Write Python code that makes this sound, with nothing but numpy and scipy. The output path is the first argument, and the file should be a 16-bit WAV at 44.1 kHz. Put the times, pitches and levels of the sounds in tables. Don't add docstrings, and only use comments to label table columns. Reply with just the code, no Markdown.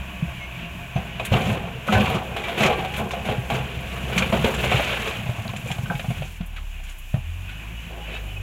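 import sys
import numpy as np
from scipy import signal
from scipy.fft import rfft, irfft
from scipy.io import wavfile
from scipy.ndimage import uniform_filter1d

SR = 44100
rng = np.random.default_rng(int(sys.argv[2]) if len(sys.argv) > 2 else 0)


def dump(signal):
    limited = np.clip(np.atleast_2d(signal).T, -1, 1)
    pcm = np.round(limited * 32767).astype(np.int16)
    wavfile.write(sys.argv[1], SR, pcm)


N = 371322


def undb(db):
    return 10 ** (np.asarray(db) / 20)


def level(x, db):
    return x * undb(db) / np.sqrt(np.mean(x ** 2))


def curves(table):
    s, *columns = np.transpose(table)
    return [np.interp(np.arange(N) / SR, s, c) for c in columns]


def band(x, lo_hz, hi_hz):
    return signal.sosfilt(signal.butter(2, [lo_hz, hi_hz], "bandpass", fs=SR, output="sos"), x)


def colour(x, table):
    hz, db = np.transpose(table)
    f = np.maximum(np.arange(N // 2 + 1) * SR / N, 1)
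    return irfft(rfft(x) * undb(np.interp(np.log(f), np.log(hz), db)), N)


def noise(table):
    return colour(rng.standard_normal(N), table)


def walk(rate):
    k = int(SR / rate)
    steps = np.repeat(rng.standard_normal(N // k + 1), k)
    return level(uniform_filter1d(steps, k)[:N], 0)


def ring(x, hz, t60):
    pole = np.exp(2j * np.pi * hz / SR - np.log(1000) / (t60 * SR))
    return signal.lfilter([1], [1, -pole], x).imag * np.sqrt(1 - abs(pole) ** 2)


def add(out, s, sound):
    i = int(s * SR)
    out[i:i + len(sound)] += sound[:len(out) - i]


def blow(t60, rise_s):
    t = np.arange(int(t60 * SR)) / SR
    return (1 - np.exp(-t / rise_s)) * 1000 ** (-t / t60)


def grains(rate, spread_db, t60):
    chance = rng.random((2, N))
    size_db = np.minimum(-spread_db * np.log(1 - chance[1]), 3 * spread_db)
    size = (chance[0] < rate / SR) * undb(size_db)
    power = signal.fftconvolve(size ** 2, blow(t60, 0.0055) ** 2)[:N]
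    return level(np.sqrt(np.maximum(power, 0)), 0)


# [t/s, firing rate f/Hz, firing tone level/dB, its octave level/dB]
ENGINE_REVS = [(0.0, 65, -35, -41.5), (1.15, 62.05, -43, -38.5), (2.79, 64.2, -35, -40.5),
               (3.78, 63, -31.5, -42.5), (4.29, 66.5, -30, -30.5), (4.75, 61.2, -32, -32),
               (5.53, 56.4, -47, -47), (5.91, 49.35, -38.5, -40), (6.71, 34.77, -27.5, -36.5),
               (7.06, 29.83, -33.5, -45), (7.29, 41.04, -32, -26), (7.6, 52.8, -33, -40.5),
               (7.85, 56.5, -34.5, -45), (8.21, 51.7, -29, -43), (8.42, 47.9, -29.5, -26)]
# [f/Hz, level/dB per Hz]
ENGINE_NOISE = [(150, -50), (250, -11), (319, -4), (436, -15), (696, -6), (786, -8), (1130, -8),
                (1300, -12.5), (1490, -6.5), (2040, -8.5), (2510, 2), (4380, -16), (7240, -17),
                (8910, -20.5), (15800, -15)]
WORKING_HZ, PUMP_OFF_S = 63, 6.03
FREE_WOBBLE = 0.3
FLICKER_DB, DRONE_WAVER_DB, PANEL_WAVER_DB = 1.2, 2.4, 2.6
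# (level/dB at the working rate, dB lost per octave of lower revs, dB added while the pump loads the engine)
TWELFTH_LAW, DRONE_LAW, BOOM_LAW = (-41.5, 11, -6.5), (-39, 14.5, -1.9), (-42.5, 7.5, 3.8)
RATTLE_LAW, HISS_LAW = (-38.5, 7.4, 0.84), (-48, 0.67, 0.21)


def diesel():
    hz, *tones_db = curves(ENGINE_REVS)
    pumping = np.clip((PUMP_OFF_S - np.arange(N) / SR) / 0.12, 0, 1)
    octaves = np.log2(hz / WORKING_HZ)
    laws = (TWELFTH_LAW, DRONE_LAW, BOOM_LAW, RATTLE_LAW, HISS_LAW)
    twelfth_db, drone_db, boom_db, rattle_db, hiss_db = (
        db + slope * octaves + load * pumping for db, slope, load in laws)

    wobble = FREE_WOBBLE + (1 - FREE_WOBBLE) * pumping
    turns = np.cumsum(hz * (1 + 0.021 * wobble * walk(25.01))) / SR
    tones = np.zeros(N)
    for k, db in enumerate([*tones_db, twelfth_db]):
        tones += undb(db + 3.7 * wobble * walk(30)) * np.sin(2 * np.pi * (k + 1) * turns + k)

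    rough = level(band(rng.standard_normal(N), 36, 214), 0)
    rough += level(ring(rng.standard_normal(N), 170.2, 0.27), -3.5)
    drone = rough * undb(drone_db + DRONE_WAVER_DB * walk(12))
    air = level(band(rng.standard_normal(N), 29, 86), -43)

    edges_hz = [(250, 1400), (1400, 4300), (4300, 16000)]
    boom, rattle, hiss = (level(band(noise(ENGINE_NOISE), *edges), 0) for edges in edges_hz)
    pump = (level(ring(boom, 703, 0.11), -6.5) + level(ring(boom, 1146, 0.2), -16)) * pumping
    for panel_hz in (2310, 2473, 2537, 2765, 2950):
        panel = level(ring(rng.standard_normal(N), panel_hz, 0.1), -12)
        rattle += panel * undb(PANEL_WAVER_DB * walk(10))
    body = (boom + pump) * undb(boom_db + FLICKER_DB * walk(15))
    rattle = rattle * undb(rattle_db + FLICKER_DB * walk(15))
    hiss = hiss * undb(hiss_db + FLICKER_DB * walk(9.9))
    return np.sqrt(2) * tones + drone + air + body + rattle + hiss


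# [t/s, f/Hz, level/dB, half length/s, glide/Hz per s]
SQUEAK_TONES = [(.44, 2180, -31.5, 0.032, 0), (0.442, 6150, -52, .03, 0), (.97, 6140, -45, 0.026, 0),
                (7.495, 2570, -36, 0.015, 0), (7.788, 2900, -37, 0.015, 1000),
                (8.046, 2930, -36, 0.035, 1502), (8.092, 2690, -34, 0.017, 500),
                (8.154, 3770, -35, 0.02, -1000), (8.157, 2610, -29, 0.021, 0),
                (8.324, 3000, -39, 0.044, -1200), (8.372, 2530, -36.5, 0.024, 0)]


def squeaks():
    t = np.arange(N) / SR
    waver = 0.004 * np.cumsum(walk(70)) / SR
    out = np.zeros(N)
    for s, hz, db, half, glide in SQUEAK_TONES:
        turns = hz * (t + waver) + glide * (t - s) ** 2 / 2
        out += undb(db) * np.exp(-((t - s) / half) ** 2) * np.sin(2 * np.pi * turns)
    return undb(3.5 * walk(90)) * out


# [t/s, tick level/dB, centre f/Hz]
CHIP_TICKS = [(1.249, -21.5, 9800), (1.322, -26, 4330), (1.462, -31, 4060), (1.9275, -21, 4160),
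              (2.0951, -31, 11800), (2.144, -31, 5950), (2.603, -19, 4200), (2.6299, -18, 4300),
              (2.659, -16, 4150), (2.9652, -29, 11760), (3.111, -25, 3940), (3.2547, -37, 7080),
              (3.548, -30, 4700), (4.1774, -13.5, 4560), (4.5396, -30, 7480), (4.6418, -29, 7074),
              (5.0753, -24, 4020), (5.5628, -32, 7370), (5.673, -33, 7610), (5.713, -30, 7400),
              (6.098, -37, 10600), (6.458, -36, 12400), (6.8354, -40, 7190), (6.892, -37, 7030),
              (6.981, -32.5, 14100)]


def chips():
    out = np.zeros(N)
    shape = blow(0.078, 0.0051)
    for s, db, hz in CHIP_TICKS:
        tick = rng.standard_normal(len(shape))
        tick = level(band(tick, 0.7 * hz, min(1.5 * hz, 18000)), 0)
        note = level(ring(tick, hz, 0.035), -5.5)
        add(out, s, undb(db) * shape * (tick + note))
    return out


# [t/s, relative level/dB, settled f/Hz, t60/s]
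LUMPS = [(0.224, -6.5, 153, 0.072), (0.958, -0.5, 133, 0.039), (1.316, -3, 108, 0.065),
         (1.379, -25, 119, 0.055), (1.891, -12, 205, 0.16), (1.952, -6.5, 98, 0.13),
         (1.998, -7.5, 201, 0.16), (2.6, -15.5, 205, 0.21), (3.262, -17.5, 195, 0.1),
         (3.382, -8, 118, 0.066), (3.525, -18.5, 128, 0.33), (3.769, -20, 124, 0.11),
         (4.035, -19.5, 132, 0.087), (4.161, -12.5, 180.5, 0.16), (4.328, -11.5, 213, 0.086),
         (4.411, -15.5, 150, 0.12), (4.63, -18, 144.6, 0.073), (4.742, -3.5, 115, 0.068),
         (5.26, -15, 148.2, 0.068), (5.29, -9.5, 114, 0.087), (5.383, -16.5, 104, 0.16),
         (5.452, -20, 139.8, 0.073), (5.488, -19.5, 107.3, 0.14), (5.562, -11.5, 165, 0.032),
         (5.64, -18, 125, 0.08), (5.7, -17, 135, 0.081), (5.788, -9.5, 116, 0.062),
         (5.832, -10.5, 130, 0.064), (5.897, -14, 171, 0.078), (5.945, -9, 138, 0.046),
         (6.083, -4, 125, 0.048), (6.101, -10, 137, 0.055), (6.203, -19, 139.5, 0.16),
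         (6.405, -11, 173, 0.051), (7.141, 2.5, 122, 0.039), (7.168, -13.5, 111, 0.11)]


def thuds():
    out = np.zeros(N)
    for s, db, hz, t60 in LUMPS:
        shape = blow(t60, 0.004)
        t = np.arange(len(shape)) / SR
        shape = shape * (1 - np.exp(-t * hz * 2 * np.pi))
        turns = hz * (t + 0.001771 * (1 - np.exp(-t / 0.06)))
        add(out, s, undb(db + 3.5) * shape * np.sin(2 * np.pi * turns))
    lag = int(0.0233 * SR)
    out[lag:] += undb(-13) * out[:-lag]
    return out


# [t/s, clatter level/dB, then rumble, grind, grit level/dB above the clatter]
STEADY_SLIDE = [(0.9, -58, -7, 9, -17), (1.25, -51.5, 19, 12, 4), (1.8, -61, 3, -6, -6),
                (2.4, -33, -9, -18, -15), (3.1, -49.5, 15.5, -19, 2), (3.7, -42, 3.5, 5, -7),
                (3.98, -38, 2, 2.5, -6.5), (4.4, -32.5, 8.5, 3, -6), (4.8, -28.5, -6, 6, -7.5),
                (5.11, -31, -4, 4, -9.5), (5.28, -47.5, 14.5, 7.5, 1.5), (5.9, -48.5, 14, 0, 2),
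                (6.25, -45.5, 14, 6, -0.5), (6.4, -78, -5, 6, 29)]
# [peak t/s, clatter level/dB, build-up/s, t60/s, then rumble, grind level/dB above the clatter]
BRICK_SURGES = [(0.975, -37, 0.018, 0.73, 10, -6), (1.21, -33, 0.046, 0.16, -10, -4),
                (1.335, -20, 0.031, 0.55, 6.5, -3), (1.5, -27, 0.31, 1, 5, -5),
                (1.958, -18.5, 0.11, 0.89, 2.5, -2.5), (2.16, -25, 0.17, 0.37, 0.5, -3.5),
                (2.658, -18.5, 0.22, 0.32, -1.5, 0), (2.8, -29.5, 0.5, 0.78, 0, 0),
                (2.999, -26, 0.056, 0.41, 1, -11), (3.17, -33.5, 0.13, 0.4, -9, -19),
                (3.3, -25, 0.098, 0.45, 7.5, -1), (3.523, -23.5, 0.026, 0.47, 3.5, -3),
                (4.21, -23, 0.19, 0.35, 2, -3), (4.331, -17, 0.016, 0.27, -5, -18),
                (4.451, -18.5, 0.026, 0.38, -4, -10), (4.65, -27, 0.03, 0.31, 0, 0),
                (4.722, -19.5, 0.012, 0.25, -6, -5), (8.158, -49.5, 0.15, 0.24, -13, 20)]
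# [start t/s, length/s before the fall, grit level/dB]
EARTH_POURS = [(1.314, 0.22, -40.5), (1.863, 0.29, -42), (2.356, 0.18, -63), (2.581, 0.08, -35),
               (2.957, 0.031, -37.5), (3.247, 0.062, -45), (3.495, 0.074, -42), (4.147, 0.04, -35.5),
               (4.43, 0.042, -40), (5.663, 0.1, -46.5), (6.83, .09, -50.5)]
BUILD_DB, SURGE_GRIT_DB = 27, -18
POUR_RISE_S, POUR_FALL_S, POUR_GRIND_DB = 0.008, 0.035, 8


def surges():
    t = np.arange(N) / SR
    slide_db, *above_db = curves(STEADY_SLIDE)
    flowing = (t > STEADY_SLIDE[0][0]) * np.clip((STEADY_SLIDE[-1][0] - t) / 0.024, 0, 1)
    power = (flowing * undb([slide_db, *(slide_db + db for db in above_db)])) ** 2
    for s, db, build_s, t60, rumble, grind in BRICK_SURGES:
        climb_db, decay_db = BUILD_DB * (t - s) / build_s, -60 * (t - s) / t60
        shape = undb(db + np.minimum(climb_db, decay_db))
        power += np.outer(undb([0, rumble, grind, grind + SURGE_GRIT_DB]), shape) ** 2
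    for s, length_s, db in EARTH_POURS:
        rise, fall = (t - s) / POUR_RISE_S, 1 + (s + length_s - t) / POUR_FALL_S
        shape = np.clip(np.minimum(rise, fall), 0, 1)
        power[2:] += np.outer(undb([db + POUR_GRIND_DB, db]), shape) ** 2
    return np.sqrt(power)


def notes(flow, count=3600):
    out = np.zeros(N)
    for when, pitch, size, length in rng.random((count, 4)):
        hz = 380 * 9 ** pitch
        shape = blow((25 + 45 * length) / hz, 0.00059)
        db = min(-2.8 * np.log(1 - size), 8) - 3 * pitch
        tone = np.sin(2 * np.pi * hz * np.arange(len(shape)) / SR)
        add(out, when * N / SR, flow[int(when * N)] * undb(db) * shape * tone)
    return out


def clack(hz, t60, chance):
    shape = blow(t60, 0.0007)
    t = np.arange(len(shape)) / SR
    shape = shape * (1 + 0.7 * np.exp(-t / 0.004))
    turn = 2 * np.pi * hz * t
    near = 1 + np.sign(chance[0] - 0.5) * (0.07 + 0.12 * chance[1])
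    over = 1.4 + 0.35 * chance[2]
    neighbour = undb(-6) * np.sin(near * turn)
    overtone = undb(-12) * shape * np.sin(over * turn)
    return shape * (np.sin(turn) + neighbour + overtone)


# [t/s, relative level/dB, brick f/Hz, grind level/dB relative to the blow, base t60/s]
BRICK_CRACKS = [(0.962, -13, 676, -9, 0.11), (1.197, -6.5, 2510, -13, 0.06), (1.197, -13, 643, -20, 0.083),
                (1.25, -22.5, 2270, 6, 0.11), (1.32, -5, 570, -14, 0.07), (1.338, -4.5, 2750, -22, .07),
                (1.337, -5, 700, -24, .095), (1.877, -10, 580, -10, .058), (1.885, -4, 1290, -22, 0.12),
                (1.923, -3.5, 743, -5, 0.12), (1.951, -3, 1525, -29, 0.16), (2.005, -10.5, 2470, -2, 0.096),
                (2.058, -10.5, 2800, -3, 0.065), (2.1, -9, 743, -8, 0.1), (2.153, -12, 1150, -12, .07),
                (2.364, -11, 794, -4, 0.15), (2.437, -14, 2340, -6.5, 0.25), (2.482, -12, 680, -7, 0.14),
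                (2.577, -12, 406, -3, 0.28), (2.607, -5.5, 707, -10, 0.16), (2.632, -3.5, 2073, -6, .06),
                (2.662, -8, 650, -16, .07), (2.699, -4.5, 736, -14, 0.11), (2.727, -13.5, 1130, -9, 0.065),
                (2.79, -14, 810, -20, 0.075), (2.848, -13.5, 770, -4, 0.081),
                (2.939, -22.5, 2420, 7.5, 0.067), (2.98, -13.5, 606, -6, .08),
                (3.108, -16.5, 1040, 1, 0.064), (3.135, -12, 700, -10, 0.086),
                (3.252, -16.5, 730, -3, 0.082), (3.287, -5.5, 630, -17, 0.045),
                (3.501, -7.5, 792, -7, 0.098), (4.1, -13.5, 708, -22, .08), (4.129, -17.5, 2955, -7, 0.16),
                (4.177, -4, 2450, -2.5, 0.077), (4.222, -3.5, 2404, -7.5, 0.081),
                (4.325, -1.5, 666, -11.5, 0.14), (4.444, -2, 435, -5, 0.081), (4.64, -5, 595, -8.5, 0.11),
                (4.715, -2, 697, -10, 0.1), (4.718, -6, 2300, -13, 0.051), (4.758, -9, 2310, -6, .07),
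                (4.796, 1, 667, -20, 0.057), (5.073, -7, 442, -8, 0.07), (5.21, -21, 790, -5, 0.057),
                (5.262, -17.5, 703, -9, 0.075), (5.293, -14, 616, -17, 0.1), (5.383, -19, 767, -24, 0.093),
                (5.453, -16, 656, -29, 0.066), (5.479, -6, 4000, -14, 0.0094),
                (5.492, -18, 1045, -2.5, .05), (5.535, -14, 700, -20, 0.06), (5.562, -16, 2720, -2.5, 0.05),
                (5.66, -20, 489, -13, 0.12), (5.684, -17, 2370, -11, 0.078), (5.703, -15.5, 767, -9, 0.056),
                (5.714, -14, 3280, -1.5, 0.06), (5.784, -18, 700, -7, .06), (5.858, -18.5, 1520, -9, 0.065),
                (5.9, -6.5, 1542, -30, 0.1), (5.908, -8.5, 716, -20, 0.077), (5.952, -14, 2240, -8, 0.063),
                (5.995, -16.5, 677, 1.5, 0.059), (6.042, -19, 723, -8, 0.077), (6.104, -17, 710, -7, 0.11),
                (6.221, -14.5, 616, -9.5, 0.056), (6.409, -26.5, 679, -2, 0.078),
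                (6.563, -29.5, 2430, 5.5, 0.11), (6.583, -18.5, 1298, -18, 0.028),
                (6.8, -31, 680, -5, 0.071), (7.141, -15, 630, -15, 0.051), (7.142, -18.5, 1830, -10, .035),
                (7.16, -19, 648, -32, 0.089), (7.491, -31.5, 1460, 5, 0.14)]
CRACK_GRIT_DB = -21
CRACK_FOCUS_DB = 8


def cracks(body_centres_hz):
    blows, pitched = np.zeros((7, N)), np.zeros(N)
    for (s, db, hz, grind, t60), chance in zip(BRICK_CRACKS, rng.random((len(BRICK_CRACKS), 3))):
        t60 = max(t60, 0.01)
        body = undb(db - 9) * blow(t60, 0.0017)
        crumbs = undb(db + grind - 7) * blow(1.48 * t60, 0.00031)
        grit = undb(db + grind + CRACK_GRIT_DB) * blow(0.81 * t60, 0.001)
        focus = undb(-CRACK_FOCUS_DB * abs(np.log2(body_centres_hz / hz)))
        for row, part in zip(blows, [*(gain * body for gain in focus), crumbs, crumbs, grit, grit]):
            add(row, s, part)
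        add(pitched, s, undb(db - 11) * clack(hz, 1.15 * t60, chance))
    return blows, pitched


# [f/Hz, level/dB before the ringing curve, t60/s]
TAILGATE_MODES = [(382, -11, 0.24), (552, -10.5, 0.047), (457, -18, 0.15), (691.4, -9.5, 0.16),
                  (761.6, -7, 0.14), (831.6, -5.5, 0.23), (1064, -13.5, 0.06), (1161, -9.5, 0.14),
                  (1280, -17.5, 0.21), (1519, -12.5, 0.18), (1600, -10.5, 0.27), (2360, -16, 0.37)]
# [t/s, level/dB]
TAILGATE_RINGING = [(1.2, -14.5), (2.0, -14.5), (2.6, -17), (2.8, -9), (2.95, -11), (3.2, -12),
                    (3.6, -13.5), (4.4, -20.5), (5.0, -25), (6.0, -16)]


def tailgate(knock):
    steel = sum(undb(db) * ring(knock, hz, t60) for hz, db, t60 in TAILGATE_MODES)
    return undb(curves(TAILGATE_RINGING)[0]) * steel


def load_shift(body_noise):
    t = np.arange(N) / SR
    start_s, length_s, fade_s = 7.905, 0.19, 0.41
    fade = np.exp(-np.maximum(t - start_s - length_s, 0) / fade_s)
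    return (t > start_s) * undb(-40) * fade * grains(110, 2, 0.12) * level(body_noise, 0)


# [f/Hz, level/dB per Hz]
BRICK_NOISE = [(29, -51), (50, 7), (94, 7.5), (212, 8.5), (312, -6.5), (360, -1.5), (690, -3.5),
               (900, -5.5), (1490, -11), (1900, -17), (2410, -7.5), (4970, -22.5), (6970, -23.5),
               (8860, -25.5), (15800, -25)]
# unevenness/dB, rate per s, t60/s
KNOCKING = [(0.55, 1.5, 150, 0.06), (0.5, 2.5, 300, 0.035), (0.2, 3, 450, 0.025)]


def bricks():
    clatter, rumble, grind, grit = surges()
    edges_hz = [60, 280, 550, 950, 1500, 2500, 4200, 8800, 16000]
    low, *bands = (band(noise(BRICK_NOISE), lo, hi) for lo, hi in zip(edges_hz, edges_hz[1:]))
    centres_hz = np.sqrt(np.multiply(edges_hz[1:-1], edges_hz[2:]))
    blows, pitched = cracks(centres_hz[:3])
    common = grains(170, 2.8, 0.05)

    groups = [bands[:3], bands[3:5], bands[5:]]
    layers = []
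    for group, flow, hits, settings in zip(groups, (clatter, grind, grit), np.split(blows, [3, 5]), KNOCKING):
        shared, spread_db, rate, t60 = settings
        tumble = np.zeros(N)
        for band_noise, hit in zip(group, hits):
            own = grains(rate, spread_db, t60)
            knocking = shared * common ** 2 + (1 - shared) * own ** 2
            tumble += np.sqrt(flow ** 2 * knocking + hit ** 2) * band_noise
        layers.append(tumble / np.std(sum(group)))
    body, crumbs, gritty = layers

    knock = body + crumbs + pitched + load_shift(bands[0] + bands[1]) + undb(-1.5) * notes(clatter)
    ground = rumble * grains(110, 2.2, 0.089) * level(low, 0)
    return ground + knock + tailgate(knock) + gritty


def scene():
    return (diesel() + squeaks() + chips() + thuds() + bricks())[None]


# [f/Hz, level/dB]
MICROPHONE_COLOUR = [(215, 0), (305, -5), (410, -3), (1900, 0.5), (2350, -1), (3250, -0.5), (4000, -4.5),
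                     (5100, -6), (7000, 1.5), (8900, -4.5), (10500, 0), (15800, -6.5)]


def record(dry):
    heard = colour(dry, MICROPHONE_COLOUR)
    rounded = np.tanh(1.059 * heard) / 1.564
    top_cut = signal.ellip(10, 0.2, 80, 15800, fs=SR, output="sos")
    return signal.sosfilt(top_cut, rounded)


dry = scene()
out = record(dry)
dump(out)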